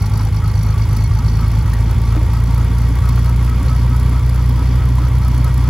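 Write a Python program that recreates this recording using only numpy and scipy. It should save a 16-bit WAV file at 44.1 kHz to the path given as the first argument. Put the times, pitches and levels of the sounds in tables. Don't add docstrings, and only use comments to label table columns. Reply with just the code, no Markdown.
import sys
import numpy as np
from scipy import signal
from scipy.fft import rfft, irfft, next_fast_len
from scipy.io import wavfile
from scipy.ndimage import uniform_filter1d

SR = 44100
rng = np.random.default_rng(int(sys.argv[2]) if len(sys.argv) > 2 else 0)


def pcm_store(signal):
    levels = np.round(np.clip(np.atleast_2d(signal), -1, 1) * 32767)
    wavfile.write(sys.argv[1], SR, levels.astype(np.int16).T)


N = 250929
TIME = np.arange(N) / SR
SIZE = next_fast_len(N + SR // 2)
FREQ = np.arange(SIZE // 2 + 1) * SR / SIZE


def undb(db):
    return 10 ** (np.asarray(db) / 20)


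def level(x, db):
    return x * undb(db) / np.sqrt(np.mean(x ** 2))


def gains(points):
    hz, db = np.transpose(points)
    return undb(np.interp(np.log(FREQ + 1), np.log(hz), db))


def shape(x, response):
    spectrum = rfft(x.astype(np.float32), SIZE) * response.astype(np.complex64)
    return irfft(spectrum, SIZE)[..., :N].astype(float)


def colour(x, points):
    cepstrum = irfft(np.log(gains(points)), SIZE)
    cepstrum[1:SIZE // 2] *= 2
    cepstrum[SIZE // 2 + 1:] = 0
    return shape(x, np.exp(rfft(cepstrum)))


def ring(x, modes):
    s = 1j * FREQ
    return shape(x, sum(undb(db) * s * width / (s * s + s * width + hz * hz) for hz, width, db in modes))


def noise():
    return rng.standard_normal((2, N))


def walk(rate_hz):
    hold = int(SR / rate_hz)
    return uniform_filter1d(np.repeat(rng.standard_normal(N // hold + 1), hold), hold)[:N]


def impulses(times, sizes):
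    at = np.floor(np.asarray(times) * SR).astype(int)
    return np.bincount(np.where(at < 0, N, at), sizes, N + 1)[:N]


def fade(blows, t60):
    return signal.lfilter([1], [1, -np.exp(-np.log(1000) / (t60 * SR))], blows + 1e-18)


def swell(phase, peak, depth_db):
    return undb(depth_db * np.cos(2 * np.pi * (phase - peak)))


def engine_speed(cold_hz=52.458, settled_hz=61.269, run_up_s=2.636, steepness=1.809):
    return settled_hz - (settled_hz - cold_hz) * np.exp(-(TIME / run_up_s) ** steepness)


def speed_gain(hz, db_per_octave):
    return undb(db_per_octave * np.log2(hz / hz.mean()))


# firing level/dB, lateness/s, tappet level/dB
CYLINDERS = [(-0.5, .00025, 16.5), (0.15, .00015, 26), (0.2, .00035, 13), (-2.26, -.00015, 22.5),
             (-0.65, -.0001, 13.5), (-0.7, -.00045, 22)]
def cylinders(times):
    return np.array(CYLINDERS)[np.arange(len(times)) % len(CYLINDERS)].T


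MISFIRES = [.093, .302, .416, .529, .755, .867, 1.09, 1.22, 1.638, 1.942, 2.277, 3.001, 3.625, 4.208, 4.801,
            5.096, 5.194, 5.49]
def charges(times, miss_share=0.2):
    misses = [np.argmin(abs(times - when)) for when in MISFIRES]
    return np.where(np.isin(np.arange(len(times)), misses), miss_share, 1)


# f/Hz, level/dB
INTAKE = [(1500, 8), (3000, -19), (3900, -1), (4400, -6.5), (5000, 2), (5600, -1), (6400, -3.5), (8000, -2),
          (11000, -0.5), (16000, -29)]
def intake(crank):
    gulps = swell(crank, peak=0.46, depth_db=1.5) * undb(1.8 * walk(50))
    return level(colour(noise() * gulps, INTAKE), -43.0)


def gears(crank, teeth_per_firing=16, width_hz=28.4):
    grind = shape(noise(), 1 / (1 + 1j * FREQ / width_hz) ** 2)
    mesh = teeth_per_firing * crank + 0.44 * walk(60)
    return level(grind * np.sin(2 * np.pi * mesh), -44.0)


# f/Hz, width/Hz, level/dB
PULLEY = [(970, 68, -12), (1277, 30, -8), (1434, 27, -17.5)]
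def belt(crank, hz, squeak_hz=1286.0, waver_hz=16.0, lap_firings=13.22, rub_laps=0.11):
    lap = (crank - 10.5) / lap_firings
    from_spot = (lap + .5) % 1 - .5
    rub = np.exp(-.5 * (from_spot / rub_laps) ** 2) * speed_gain(hz, 12)
    pitch = squeak_hz + waver_hz * walk(90)
    squeak = np.sin(2 * np.pi * np.cumsum(pitch) / SR) * undb(0.9 * walk(110))
    scrape = ring(noise() * rub * swell(crank, peak=.35, depth_db=2.5), PULLEY)
    return level(rub * squeak, -46.3) + level(scrape, -44.5)


# t/s, level/dB
ROD_TAPS = [(.022, -40), (.105, -43), (.195, -38), (.368, -42), (.61, -49), (.648, -40), (.812, -37),
            (.985, -40), (1.042, -34), (1.25, -49), (1.432, -38)]
def rod(ring_hz=2194.0, t60=0.17):
    when, db = np.transpose(ROD_TAPS)
    width = np.log(1000) / (np.pi * t60)
    taps = impulses(when, undb(db)) * SR / (2 * np.pi * width)
    return ring(taps, [(ring_hz, width, 0)])


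# f/Hz, wander/Hz, level/dB
GUARD = [(4414, 100, 3), (4580, 140, 3.5), (5610, 230, 5)]
# t/s, level/dB relative to a tap at resonance
CLASHES = [(0.022, -1), (.064, 3), (.368, 3.5), (0.539, 0), (.577, 1), (.632, 2.5), (.82, 5), (.968, 1),
           (1.046, -1), (1.188, 3), (1.283, 6.5)]
def guard(times, hz, resonance_hz=53.2, width_hz=2.3, resonance_db=5.5, lag_s=.0076, t60=.047):
    detuning = (np.interp(times, TIME, hz) - resonance_hz) / width_hz
    cluster_db = 2.5 * np.tanh(np.interp(times, TIME, walk(16)))
    jingle_db = resonance_db * np.exp(-detuning ** 2) + cluster_db
    shaken = np.minimum(charges(times), np.roll(charges(times), -1))
    when, clash_db = np.transpose(CLASHES)
    clashes = impulses(when, undb(resonance_db + clash_db))
    out = 0
    for ring_hz, wander_hz, db in GUARD:
        force, play = rng.uniform(-1, 1, (len(times), 2)).T
        taps = impulses(times + lag_s + .003 * play, shaken * undb(jingle_db + 3 * force))
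        hits = undb(db) * np.maximum(fade(taps, t60), fade(clashes, t60))
        pitch = ring_hz + wander_hz * np.array([walk(50) + 1.6 * walk(1200) for _ in range(2)])
        out = out + uniform_filter1d(hits, size=130) * np.sin(2 * np.pi * np.cumsum(pitch, axis=1) / SR)
    return level(out, -47.5)


# f/Hz, level/dB
TAPPET = [(1500, -47), (4000, 6), (7000, 2.5), (8700, 4), (10200, 10), (11400, 9.5), (12600, 5.5),
          (14000, 6), (16000, 0)]
# t/s, relative level/dB
SNAPS = [(0.023, -23), (0.0623, -23), (0.175, -22), (0.4788, -30), (0.631, -23), (0.9676, -18),
         (1.4097, -26), (1.7355, -19), (2.3351, -45), (2.5775, -23), (2.7836, -22), (3.056, -34),
         (3.0896, -16.5), (3.1577, -24), (3.2435, -25), (3.294, -24), (3.4461, -24), (3.495, -25),
         (3.9963, -24), (4.0627, -31), (4.0941, -27), (4.2931, -23), (4.3445, -27), (4.4912, -24),
         (5.2804, -24), (5.3767, -27), (5.444, -20), (5.5767, -24)]
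def valves(times, lag_s=.0033, play_s=.0008, bounce_s=.0022, bounce_db=-3, t60=.016):
    force, play, bounce_play, bounce_force = rng.standard_normal((len(times), 4)).T
    _, _, tappet_db = cylinders(times)
    size = undb(tappet_db + 2.4 * np.minimum(force, 1))
    seat = times + lag_s + play_s * play
    bounces = impulses(seat + bounce_s + play_s * bounce_play, size * undb(bounce_db + 2 * bounce_force))
    steady = level(fade(impulses(seat, size) + bounces, t60), -47.6)
    when, db = np.transpose(SNAPS)
    snap_size = undb(db - 7.5)
    snaps = impulses(when, snap_size) + impulses(when + bounce_s, snap_size * undb(bounce_db))
    soft_snaps = uniform_filter1d(fade(snaps, t60), size=280)
    ticks = uniform_filter1d(np.hypot(steady, soft_snaps), size=70)
    return level(colour(noise(), TAPPET), 0) * ticks


# f/Hz, width/Hz, level/dB
BLOCK = [(930, 124, 7), (1910, 900, -24)]
def piston_slap(times, lag_s=.004, play_s=.001, scatter_db=1.3, t60=.092):
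    force, play = rng.standard_normal((len(times), 2)).T
    blows = impulses(times + lag_s + play_s * play, charges(times) * undb(scatter_db * force))
    return level(ring(noise() * fade(blows, t60), BLOCK), -42)


# t/s, relative level/dB, f/Hz, rattle t60/s
KNOCKS = [(0.198, -34, 930, .05), (1.393, -35, 1140, 0.056), (1.732, -40, 1870, 0.28),
          (2.333, -36, 910, 0.07), (3.09, -39.5, 1110, .5), (3.177, -34.5, 1080, 0.049),
          (3.679, -36, 1150, 0.029), (3.682, -41, 4500, .078), (3.695, -35, 1070, .04),
          (4.983, -33, 993, 0.047)]
def knocks(strike_db=8, rattle_db=5.0, width_share=.09):
    out = 0
    for when, db, hz, t60 in KNOCKS:
        blow, width = impulses([when], [undb(db)]), width_share * hz
        strike = blow * undb(strike_db) * SR / (2 * np.pi * width)
        rattle = noise() * fade(blow, t60) * undb(rattle_db) * np.sqrt(SR / (np.pi * width))
        out = out + ring(strike + rattle, [(hz, width, 0)])
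    return out


# f/Hz, width/Hz, level/dB
PLATFORM = [(308, 10.4, 2.5), (390, 44, -20), (510, 37, -27)]
# t/s, level/dB
SCUFFS = [(2.151, -25.5), (2.176, -28.5), (2.215, -29), (2.232, -31), (2.284, -32)]
def boot(land_s=2.166, scuff_hz=437.0, scuff_width_hz=250.0, t60=.055):
    thud_width = PLATFORM[0][1]
    step = impulses([land_s], [undb(-20.5)]) * SR / (2 * np.pi * thud_width)
    when, db = np.transpose(SCUFFS)
    grit = shape(ring(noise(), [(scuff_hz, scuff_width_hz, 0)]), 1 / (1 + (FREQ / 1700) ** 4))
    return ring(step, PLATFORM) + level(grit, 0) * fade(impulses(when, undb(db)), t60)


# f/Hz, level/dB
RUMBLE_AND_CHURN = [(30, 3.5), (150, 18.5), (200, 3), (260, 2), (330, -2), (420, -4), (650, -11),
                    (950, -13), (1400, -15), (1750, -16.5), (2300, -15.5), (2700, -22), (3450, -16),
                    (3900, -27), (8000, -37.5), (16000, -33.5)]
# f/Hz, width/Hz, level/dB
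PANELS = [(515, 6.7, 13.5), (921, 54, 5), (1147, 34, 17.5), (1370, 46, 10), (1558, 28, 6), (1911, 26, 11),
          (2125, 89, 6.5)]
def rumble_and_churn(crank, hz, flutter_db=1.0, rumble_hz=248.0):
    effort = speed_gain(hz, 9.0)
    drive = swell(crank, peak=0.42, depth_db=0.1) * effort * undb(flutter_db * walk(25))
    roar = level(colour(noise() * drive, RUMBLE_AND_CHURN), -24.0)
    rumble = shape(roar, 1 / (1 + (FREQ / rumble_hz) ** 4))
    churn = roar - rumble
    jolts = swell(crank, peak=0.18, depth_db=3.5) * undb(2.0 * walk(70))
    panels = level(ring(noise() * jolts, PANELS), -39.5)
    return churn + rumble * effort + panels


def burble(crank, hz, times, stack_hz=281.0, width_hz=254.0, blow_firings=.85):
    effort = speed_gain(hz, 15)
    cycle, place = np.divmod(crank - 4.3 + 3, 6)
    cycle, place = cycle.astype(int), place - 3
    force, tuning = rng.standard_normal((cycle[-1] + 1, 2))[cycle].T
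    size = np.take(charges(times)[4::6], cycle, mode="clip") * undb(2 * force)
    overtone, slide = 4.15 + .2 * tuning, .5
    turns = (overtone + slide * place / 2) * place
    note = size * np.exp(-.5 * (place / blow_firings) ** 2) * np.sin(2 * np.pi * turns)
    stack = [(stack_hz, width_hz, 0)]
    puffs = noise()[0] * swell(crank / 6, peak=0.74, depth_db=1.0)
    gas = ring(ring(puffs, stack), stack)
    return level(note * effort, -37) + level(gas * effort, -44.0)


# f/Hz, width/Hz, level/dB
MANIFOLD = [(130.7, 33, 1.6), (123.8, 15, 8.9)]
# f/Hz, width/Hz, level/dB
MUFFLER = [(37, 28.8, 0), (71.3, 16.75, 9.5), (99.76, 18.1, -4)]
def exhaust(times, hz, push_db=2.5, scatter_db=.7, lead_s=.0066, jitter_s=.00018, high_pass_hz=1.5):
    acceleration = np.gradient(hz)
    throttle_db = np.interp(times, TIME, push_db * acceleration / acceleration.max())
    force, jitter = rng.uniform(-1, 1, (len(times), 2)).T
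    strength_db, late_s, _ = cylinders(times)
    size = undb(throttle_db + strength_db + scatter_db * force) * charges(times)
    opening = times + late_s - lead_s + jitter_s * jitter
    gas = sum(ring(impulses(opening[k::2], size[k::2]), [half]) for k, half in enumerate(MANIFOLD))
    boom = sum((-1) ** k * ring(gas, [mode]) for k, mode in enumerate(MUFFLER))
    return level(shape(boom, FREQ ** 2 / (FREQ ** 2 + high_pass_hz ** 2)), -12.05)


# f/Hz, level/dB
SPREAD = [(100, -12), (500, -15), (1200, -13), (2500, -32), (4300, -8), (6200, -6), (8000, -9), (9000, -93),
          (10000, -21), (11200, -11), (12300, 1.5), (13300, -32), (14300, -26), (15200, -21)]
def scene():
    hz = engine_speed()
    crank = .127 + np.cumsum(hz) / SR
    times = np.interp(np.arange(int(crank[-1]) + 1), crank, TIME)
    running = rumble_and_churn(crank, hz) + piston_slap(times) + gears(crank) + belt(crank, hz)
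    running = running + intake(crank) + valves(times)
    direct, scattered = running + guard(times, hz) + rod() + knocks() + boot()
    side = shape(scattered, gains(SPREAD))
    return exhaust(times, hz) + burble(crank, hz, times) + direct + np.array([side, -side])


# f/Hz, left minus right level/dB
MIC_BALANCE = [(130, -.3), (300, -1.7), (1100, -1.4), (2000, .2), (3800, .6), (5000, -1.5), (6300, 1.8),
               (7500, 0)]
# f/Hz, lead of the left/rad
MIC_PHASE = [(0, 0), (600, -.2), (2200, 0), (3700, 0), (5000, -.8), (6000, -1.6), (6600, 0), (8000, -1.7),
             (9000, -3.14), (11000, -6.2), (11500, -6.4), (13300, -9.42), (15200, -12.57)]
def record(dry, top_hz=15750):
    lead = np.interp(FREQ, *np.transpose(MIC_PHASE))
    left = np.sqrt(gains(MIC_BALANCE)) * np.exp(.5j * lead)
    heard = shape(dry, np.array([left, 1 / left]))
    return signal.sosfilt(signal.ellip(10, .2, 80, top_hz, fs=SR, output="sos"), heard)


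dry = scene()
out = record(dry)
pcm_store(out)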